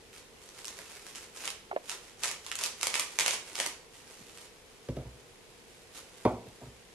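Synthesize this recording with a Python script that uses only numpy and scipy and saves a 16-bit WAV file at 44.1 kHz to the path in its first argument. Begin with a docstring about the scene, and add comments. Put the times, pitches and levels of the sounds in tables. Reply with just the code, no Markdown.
"""Plastic film is pulled and crumpled by hand: strokes drive a hiss of sliding film and showers of tiny creases,
while large creases snap as clicks with a flutter and more or less body.
A few hollow plops are sine tones that swell fast and sag in pitch; soft thumps push a wooden table
whose modes ring. A small quiet room adds echoes, a short tail and a steady murmur of shaped noise."""
import sys
import numpy as np
from scipy import signal
from scipy.fft import rfft, irfft
from scipy.io import wavfile

SR = 44100
rng = np.random.default_rng(int(sys.argv[2]) if len(sys.argv) > 2 else 0)


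def master(y):
    """Save y as 16-bit WAV."""
    cut = np.clip(np.atleast_2d(y).T, -1, 1)
    pcm = np.round(cut * 32767)  # scale
    wavfile.write(sys.argv[1], SR, pcm.astype(np.int16))


N = 306054  # length in samples


def amp(db):
    """Decibels to gain."""
    return 10 ** (np.asarray(db) / 20)


def evened(x):
    """Scales to rms 1."""
    return x / np.sqrt(np.mean(x ** 2) + 1e-20)


def read(points, hz):
    """Reads a table along a log-frequency axis."""
    f, value = np.transpose(points)
    return np.interp(np.log(hz + 1), np.log(f + 1), value)


def add(mix, start_s, sound):
    """Mixes a sound in at start_s, cut off at the end of the mix."""
    part = mix[..., round(start_s * SR):][..., :sound.shape[-1]]
    part += sound[..., :part.shape[-1]]


def colour(x, points, size=2048):
    """Causal minimum-phase filter of unit energy, shaped like the given spectrum."""
    hz = abs(np.fft.fftfreq(size, 1 / SR))
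    log_gain = np.log(amp(read(points, hz)))
    # the Hilbert transform of the log gain gives the phase
    spectrum = np.exp(np.conj(signal.hilbert(log_gain)))
    taps = np.fft.ifft(spectrum).real
    return signal.oaconvolve(x, taps[None] / np.linalg.norm(taps), axes=1)[:, :N]


def band(x, hz, kind):
    """Gentle second-order filter."""
    sos = signal.butter(2, np.minimum(hz, SR / 2 - 1), kind, fs=SR, output="sos")
    return signal.sosfilt(sos, x)


# Likeness of diffuse sound at the two microphone ports: freq_hz [Hz], likeness [0-1]
PORT_LIKENESS = [(100, .99), (600, .9), (1500, .7), (3000, .35), (5000, .1), (12000, .05)]


def diffuse(size, likeness=PORT_LIKENESS, envelope=1):
    """Noise from all sides: the two ports share as much of each frequency as the likeness says."""
    a, b = rfft(rng.standard_normal((2, size)) * envelope)
    same = np.clip(read(likeness, np.fft.rfftfreq(size, 1 / SR)), 0, 1)
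    other_port = same * a + np.sqrt(1 - same ** 2) * b
    return irfft(np.array([a, other_port]), size)


def from_right(x, side_db, count=1):
    """A source on the right reaches the right port louder and count samples sooner."""
    left = np.pad(x, (count, 0))[:len(x)] * amp(-side_db / 2)
    right = x * amp(side_db / 2)
    return np.array([left, right])


# How long the room rings: freq_hz [Hz], t60_s [s]
REVERB = [(150, 0.66), (600, 0.44), (2500, 0.42), (6000, 0.39), (12000, 0.26)]
# Reflections off nearby surfaces: delay_s [s], level_db [dB, before a source's echo_db]
REFLECTIONS = [(.0075, -9.5), (.0092, -19), (0.0117, -12), (0.0157, -28), (.0245, -44)]


def room(x, wet_db, build_s, echo_db=0):
    """Direct sound, smeared echoes off nearby surfaces, and a tail that dies band by band."""
    hz, t, z = signal.stft(diffuse(SR), SR, nperseg=256)
    z = z * amp(-60 * t / read(REVERB, hz)[:, None])
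    tail = signal.istft(z * (1 - np.exp(-t / build_s)), SR, nperseg=256)[1]
    tail *= amp(wet_db) / np.linalg.norm(tail[0])
    for delay_s, level_db in REFLECTIONS:
        smear = diffuse(size=128, envelope=np.exp(-np.arange(128) / SR / .0007))
        add(tail, delay_s, amp(level_db + echo_db) * smear / np.linalg.norm(smear[0]))
    return x + signal.fftconvolve(x, tail, axes=1)[:, :N]


# Spectrum of the room's still air: freq_hz [Hz], density_db [dB per Hz, relative]
AIR_SPECTRUM = [(15, -41), (25, -4), (75, -6.5), (150, -7), (234, -6), (296, -9), (328, -7), (472, 0),
                (566, -9.5), (679, -10), (928, -11), (1110, -12), (1200, -15), (2560, -13.5),
                (12500, -24.5), (16200, -75), (22000, -120)]
# Likeness of the murmur at the two ports: freq_hz [Hz], likeness [0-1]
MURMUR_LIKENESS = [(40, 0.56), (90, 1), (200, 0.29), (480, 0.76), (1000, 0.22), (3000, 0), (12000, 0)]


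def air(level_db=-56):
    """Steady low murmur of the room with a little hiss, made of shaped noise."""
    noise = rfft(diffuse(N, MURMUR_LIKENESS))
    shaped = noise * amp(read(AIR_SPECTRUM, np.fft.rfftfreq(N, 1 / SR)))
    return amp(level_db) * evened(irfft(shaped, N))


# Modes of the table and what stands on it: mode_hz [Hz], mode_db [dB, relative], t60_s [s]
TABLE_MODES = [(60.5, -13.5, 0.4), (85.6, -19, 0.14), (108.6, -10.5, 0.19), (136, -5.5, 0.11),
               (177.5, -9.5, 0.085), (247, -8, 0.15), (296.2, -17.5, 0.16), (334, -14.5, 0.13),
               (379, 0, 0.034), (419, -3, 0.079), (450, -4.5, 0.062), (550, 1.5, 0.033), (612, -4.5, 0.057),
               (661, -3.5, 0.07), (742, -5.5, 0.055), (921, -8, 0.075), (985, -4.5, 0.086),
               (1185, -22, 0.096), (1350, -7, 0.055)]
# Taps and blows on the table:
# start_s [s], level_db [dB, relative], contact_s [s], weight_db [dB, added to the bass modes]
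TABLE_BLOWS = [(0.79, -50, 0.00042, -12), (3.601, -42.5, 0.00052, -16), (3.662, -47.5, 0.0004, -15),
               (4.204, -41.5, 0.0026, -11), (4.887, -24.5, 0.0019, 1.5), (4.906, -36, 0.0031, 5),
               (4.9662, -26.5, .0015, -1), (4.988, -35, 0.0027, 5), (5.053, -52, 0.00065, 18),
               (5.067, -41, 0.0064, 6), (6.251, -14.5, 0.00089, -5.5), (6.261, -25.5, 0.0016, 2),
               (6.466, -43.5, 0.0012, 0), (6.614, -42, 0.0011, -5), (6.630, -46.5, 0.00072, 7),
               (6.665, -42.5, 0.0031, 6.5)]


def thumps(bass_hz=150, dense_db=9, dense_s=0.037, dense_hz=300, tick_db=-10, tick_s=0.0059, tick_hz=2000):
    """Each blow is a half-sine push on the table: the longer the contact, the duller the thump."""
    out, t = np.zeros(N), np.arange(SR // 2) / SR
    for start_s, level_db, contact_s, weight_db in TABLE_BLOWS:
        a, b = rng.standard_normal((2, len(t)))
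        # between the strong modes lie many weak ones, too close to tell apart
        ring = amp(dense_db) * band(a, dense_hz, "high") * np.exp(-t / dense_s)
        for k, (mode_hz, mode_db, t60_s) in enumerate(TABLE_MODES):
            size = amp(mode_db + weight_db * (mode_hz < bass_hz))
            decay = np.exp(-np.log(1000) * t / t60_s)
            # neighbouring modes start in opposite polarity
            ring += (-1) ** k * size * np.cos(2 * np.pi * mode_hz * t) * decay
        push = np.sin(np.pi * t[t < contact_s] / contact_s)
        add(out, start_s, amp(level_db) * signal.fftconvolve(ring, push / push.sum()))
        # the first touch makes a small tick
        tick = signal.lfilter(*signal.butter(1, tick_hz, fs=SR), b) * np.exp(-t / tick_s)
        add(out, start_s, amp(level_db + tick_db) * tick)
    return from_right(band(out, 40, "high"), side_db=.7, count=3)


# Hollow plops: start_s [s], level_db [dB, relative], pitch_hz [Hz, midway through the sag],
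# swell_s [s], tick_db [dB, relative to the tone]
HOLLOW_PLOPS = [(1.7127, -24.5, 780, 0.0021, -5.5), (1.719, -32, 1050, 0.0013, -25),
                (1.7282, -29, 670, 0.0016, -17), (1.73, -37, 407, 0.0082, -28),
                (1.7626, -21, 592, 0.0024, -5.5), (1.769, -38, 1030, 0.0029, -20),
                (1.7725, -34, 670, 0.0034, -27)]


def plops(sag=0.11, sag_s=0.0052, tick_s=0.0034, size=3000):
    """Short hollow tones that swell fast and sag in pitch, each begun by a dull tick."""
    out, t = np.zeros(N), np.arange(size) / SR
    for start_s, level_db, pitch_hz, swell_s, tick_db in HOLLOW_PLOPS:
        # sag is the whole pitch drop, as a share of pitch_hz
        turns = np.cumsum(pitch_hz * (1 + sag * (np.exp(-t / sag_s) - .5))) / SR
        swell = (t / swell_s * np.exp(1 - t / swell_s)) ** 2
        tone = np.sin(2 * np.pi * turns) * swell
        dull = band(band(rng.standard_normal(size), [400, 2600], "band"), 1600, "low")
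        tick = evened(dull) * np.exp(-t / tick_s)
        add(out, start_s, amp(level_db) * (tone + amp(tick_db) * tick))
    return from_right(out, side_db=3, count=11)


# Strokes of the hand that pull or crumple the film:
# full_pull_s [s], level_db [dB, relative], rise_s [s], hold_s [s]
HAND_STROKES = [(0.134, -51.5, 0.0074, 0.041), (0.422, -56.5, 0.033, 0.16), (0.588, -47.5, 0.032, 0.024),
                (0.666, -51.5, .02, 0.11), (0.779, -50.5, .01, 0.094), (0.901, -49, .015, 0.081),
                (1.087, -46, 0.051, 0.0097), (1.16, -43, 0.017, 0.01), (1.22, -52.5, 0.017, .03),
                (1.371, -46.5, 0.029, 0.01), (1.455, -37.5, 0.039, .008), (1.909, -40.5, 0.033, 0.016),
                (2.036, -54.5, 0.021, 0.057), (2.24, -34.5, 0.019, 0.036), (2.473, -46, 0.039, 0.034),
                (2.599, -36.5, 0.017, 0.069), (2.834, -38.5, 0.028, 0.072), (2.953, -34, 0.019, 0.058),
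                (3.123, -48, 0.018, 0.043), (3.205, -31, 0.01, .015), (3.278, -32.5, 0.011, 0.06),
                (3.467, -49, 0.026, 0.098), (3.586, -37.5, 0.026, 0.0057), (3.635, -36, 0.046, 0.01),
                (3.954, -54.5, 0.017, 0.039), (4.104, -53.5, 0.074, 0.2), (4.351, -52.5, 0.017, 0.11),
                (5.71, -61.5, 0.032, 0.25), (5.966, -43.5, 0.018, 0.0058), (6.13, -57.5, 0.072, 0.19),
                (6.472, -61.5, 0.025, 0.22)]
SAG_DB_PER_S = 19  # the film slackens while a pull is held
RELEASE_S = 0.029  # and falls quiet this fast when the hand lets go
SETTLE_DB = -65  # left alone, it keeps settling faintly


def handling():
    """How hard the film is worked: each stroke builds up, sags while held, and is let go."""
    t, power = np.arange(N) / SR, np.full(N, amp(SETTLE_DB) ** 2)
    for full_pull_s, level_db, rise_s, hold_s in HAND_STROKES:
        early = np.maximum(full_pull_s - t, 0)
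        held = np.clip(t - full_pull_s, 0, hold_s)
        late = np.maximum(t - full_pull_s - hold_s, 0)
        stroke = amp(level_db - SAG_DB_PER_S * held) * np.exp(-early / rise_s - late / RELEASE_S)
        power += stroke ** 2
    return np.sqrt(power)


def crease(flutter_s, crack_db, size=400):
    """A crease starts to give, cracks a millisecond later, and the film around it flutters."""
    t, crack_s = np.arange(size) / SR, .001
    flutter = diffuse(size) * np.exp(-abs(t - crack_s) / flutter_s)
    flutter /= np.linalg.norm(flutter[0])
    crack = rng.choice([-1, 1]) * signal.unit_impulse(size, round(crack_s * SR))
    both = flutter + amp(crack_db) * from_right(crack, side_db=3.5)
    return both / np.hypot(1, amp(crack_db))


# Colour of the taut film: freq_hz [Hz], density_db [dB per Hz, relative]
TAUT_COLOUR = [(60, -31), (130, -19.5), (300, -17), (520, -3), (750, -4.5), (1000, 1.5), (1450, -2.5),
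               (2200, 3), (3000, 1.5), (4200, -1.5), (6000, -0.5), (8200, -1), (11300, -6), (12400, -13)]
# Colour of the slack film: freq_hz [Hz], density_db [dB per Hz, relative]
SLACK_COLOUR = [(120, -27), (300, 4.5), (600, 1), (1200, 1.5), (2200, 4), (3500, 3), (5500, 1.5), (8500, 2),
                (12000, -2.5)]


def rustle(per_s=600, crackle_db=-1, slide_db=-7, taut_db=-42, range_db=4, count=32):
    """Showers of tiny creases over the hiss of film on film; hard pulls give the fuller, taut colour."""
    effort = handling()
    effort_db = 20 * np.log10(effort)
    shapes = np.array([crease(flutter_s=.0009, crack_db=-3) for _ in range(count)])
    # most creases are faint, a few stand out
    sizes = amp(4.5 * np.minimum(rng.exponential(1, N), 3))
    crackle = np.zeros((2, N))
    for at in np.flatnonzero(rng.random(N) < per_s / SR):
        add(crackle, at / SR, sizes[at] * shapes[at % count])
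    slide = evened(diffuse(N))
    film = effort * (amp(crackle_db) * evened(crackle) + amp(slide_db) * slide)
    # share of taut film: half at taut_db, changing over a few range_db
    taut = .5 + .5 * np.tanh((effort_db - taut_db) / range_db / 2)
    return colour(film * taut, TAUT_COLOUR) + colour(film * (1 - taut), SLACK_COLOUR)


# The loudest single creases flipping:
# start_s [s], strength_db [dB, relative], body_db [dB, gain below 3 kHz]
CREASE_SNAPS = [(0.4893, -22, -11), (0.6447, -17, -5), (0.6535, -15, -9), (0.6713, -16, -10),
                (0.6808, -13, -5), (0.7888, -20, 4), (1.0659, -18, -2), (1.1570, -16, -6), (1.4763, -9, -1),
                (1.5032, -13, -3), (1.8953, -9, -5), (2.2347, -3, -4), (2.242, -7, 0), (2.3133, -10, 0),
                (2.4644, -15, 0), (2.5153, -8, -1), (2.5543, -8, -3), (2.5882, -9, -6), (2.6368, -2, -17),
                (2.6601, -5, -9), (2.8118, -10, -4), (2.8303, -1, -2), (2.8696, 0, -3), (2.941, -5, 3),
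                (2.9542, -5, 1), (2.9957, -3, -2), (3.1878, 0, 0), (3.197, -3, 0), (3.2617, 1, -3),
                (3.2800, 1, 0), (3.5541, -11, -3), (3.6004, -2, 0), (3.6626, -5, -3)]


def snaps():
    """The large creases; the wider the patch that flips, the more body it has."""
    out = np.zeros((2, N))
    for start_s, strength_db, body_db in CREASE_SNAPS:
        click = crease(flutter_s=.0012, crack_db=-4)
        low = signal.filtfilt(*signal.butter(2, 3000, fs=SR), click)
        add(out, start_s, amp(strength_db) * (click - low + amp(body_db) * low))
    return colour(out, TAUT_COLOUR)


def wander(x, wet_db, build_s, places=5, step_s=.03):
    """The moving film meets the room's echoes from a cycle of places, crossfaded at each step."""
    place = np.arange(N) / SR / step_s
    out = np.zeros((2, N))
    for k in range(places):
        away = np.minimum(abs((place - k + places / 2) % places - places / 2), 1)
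        out += room(x * np.cos(np.pi / 2 * away) ** 2, wet_db, build_s)
    return out


def scene():
    """The film to the right of the microphone, the table below it, the room around."""
    table = room(thumps(), wet_db=-13.5, build_s=0.0076, echo_db=-11)
    hollow = room(plops(), wet_db=-25.0, build_s=.01, echo_db=-5)
    # the film reaches both ports in the same polarity, the right one slightly louder
    film = wander(snaps() + rustle(), wet_db=-2.5, build_s=0.001) * amp(0) * np.array([[-.7], [.7]])
    film = film * amp([[-.7], [.7]]) / np.array([[-.7], [.7]])
    return air() + table + hollow + film


def record(dry):
    """Removes everything above 12.3 kHz with a steep low-pass."""
    taps = signal.firwin(401, 12300, window=("kaiser", 8), fs=SR)
    return signal.oaconvolve(dry, taps[None], "same")


dry = scene()
out = record(dry)
master(out)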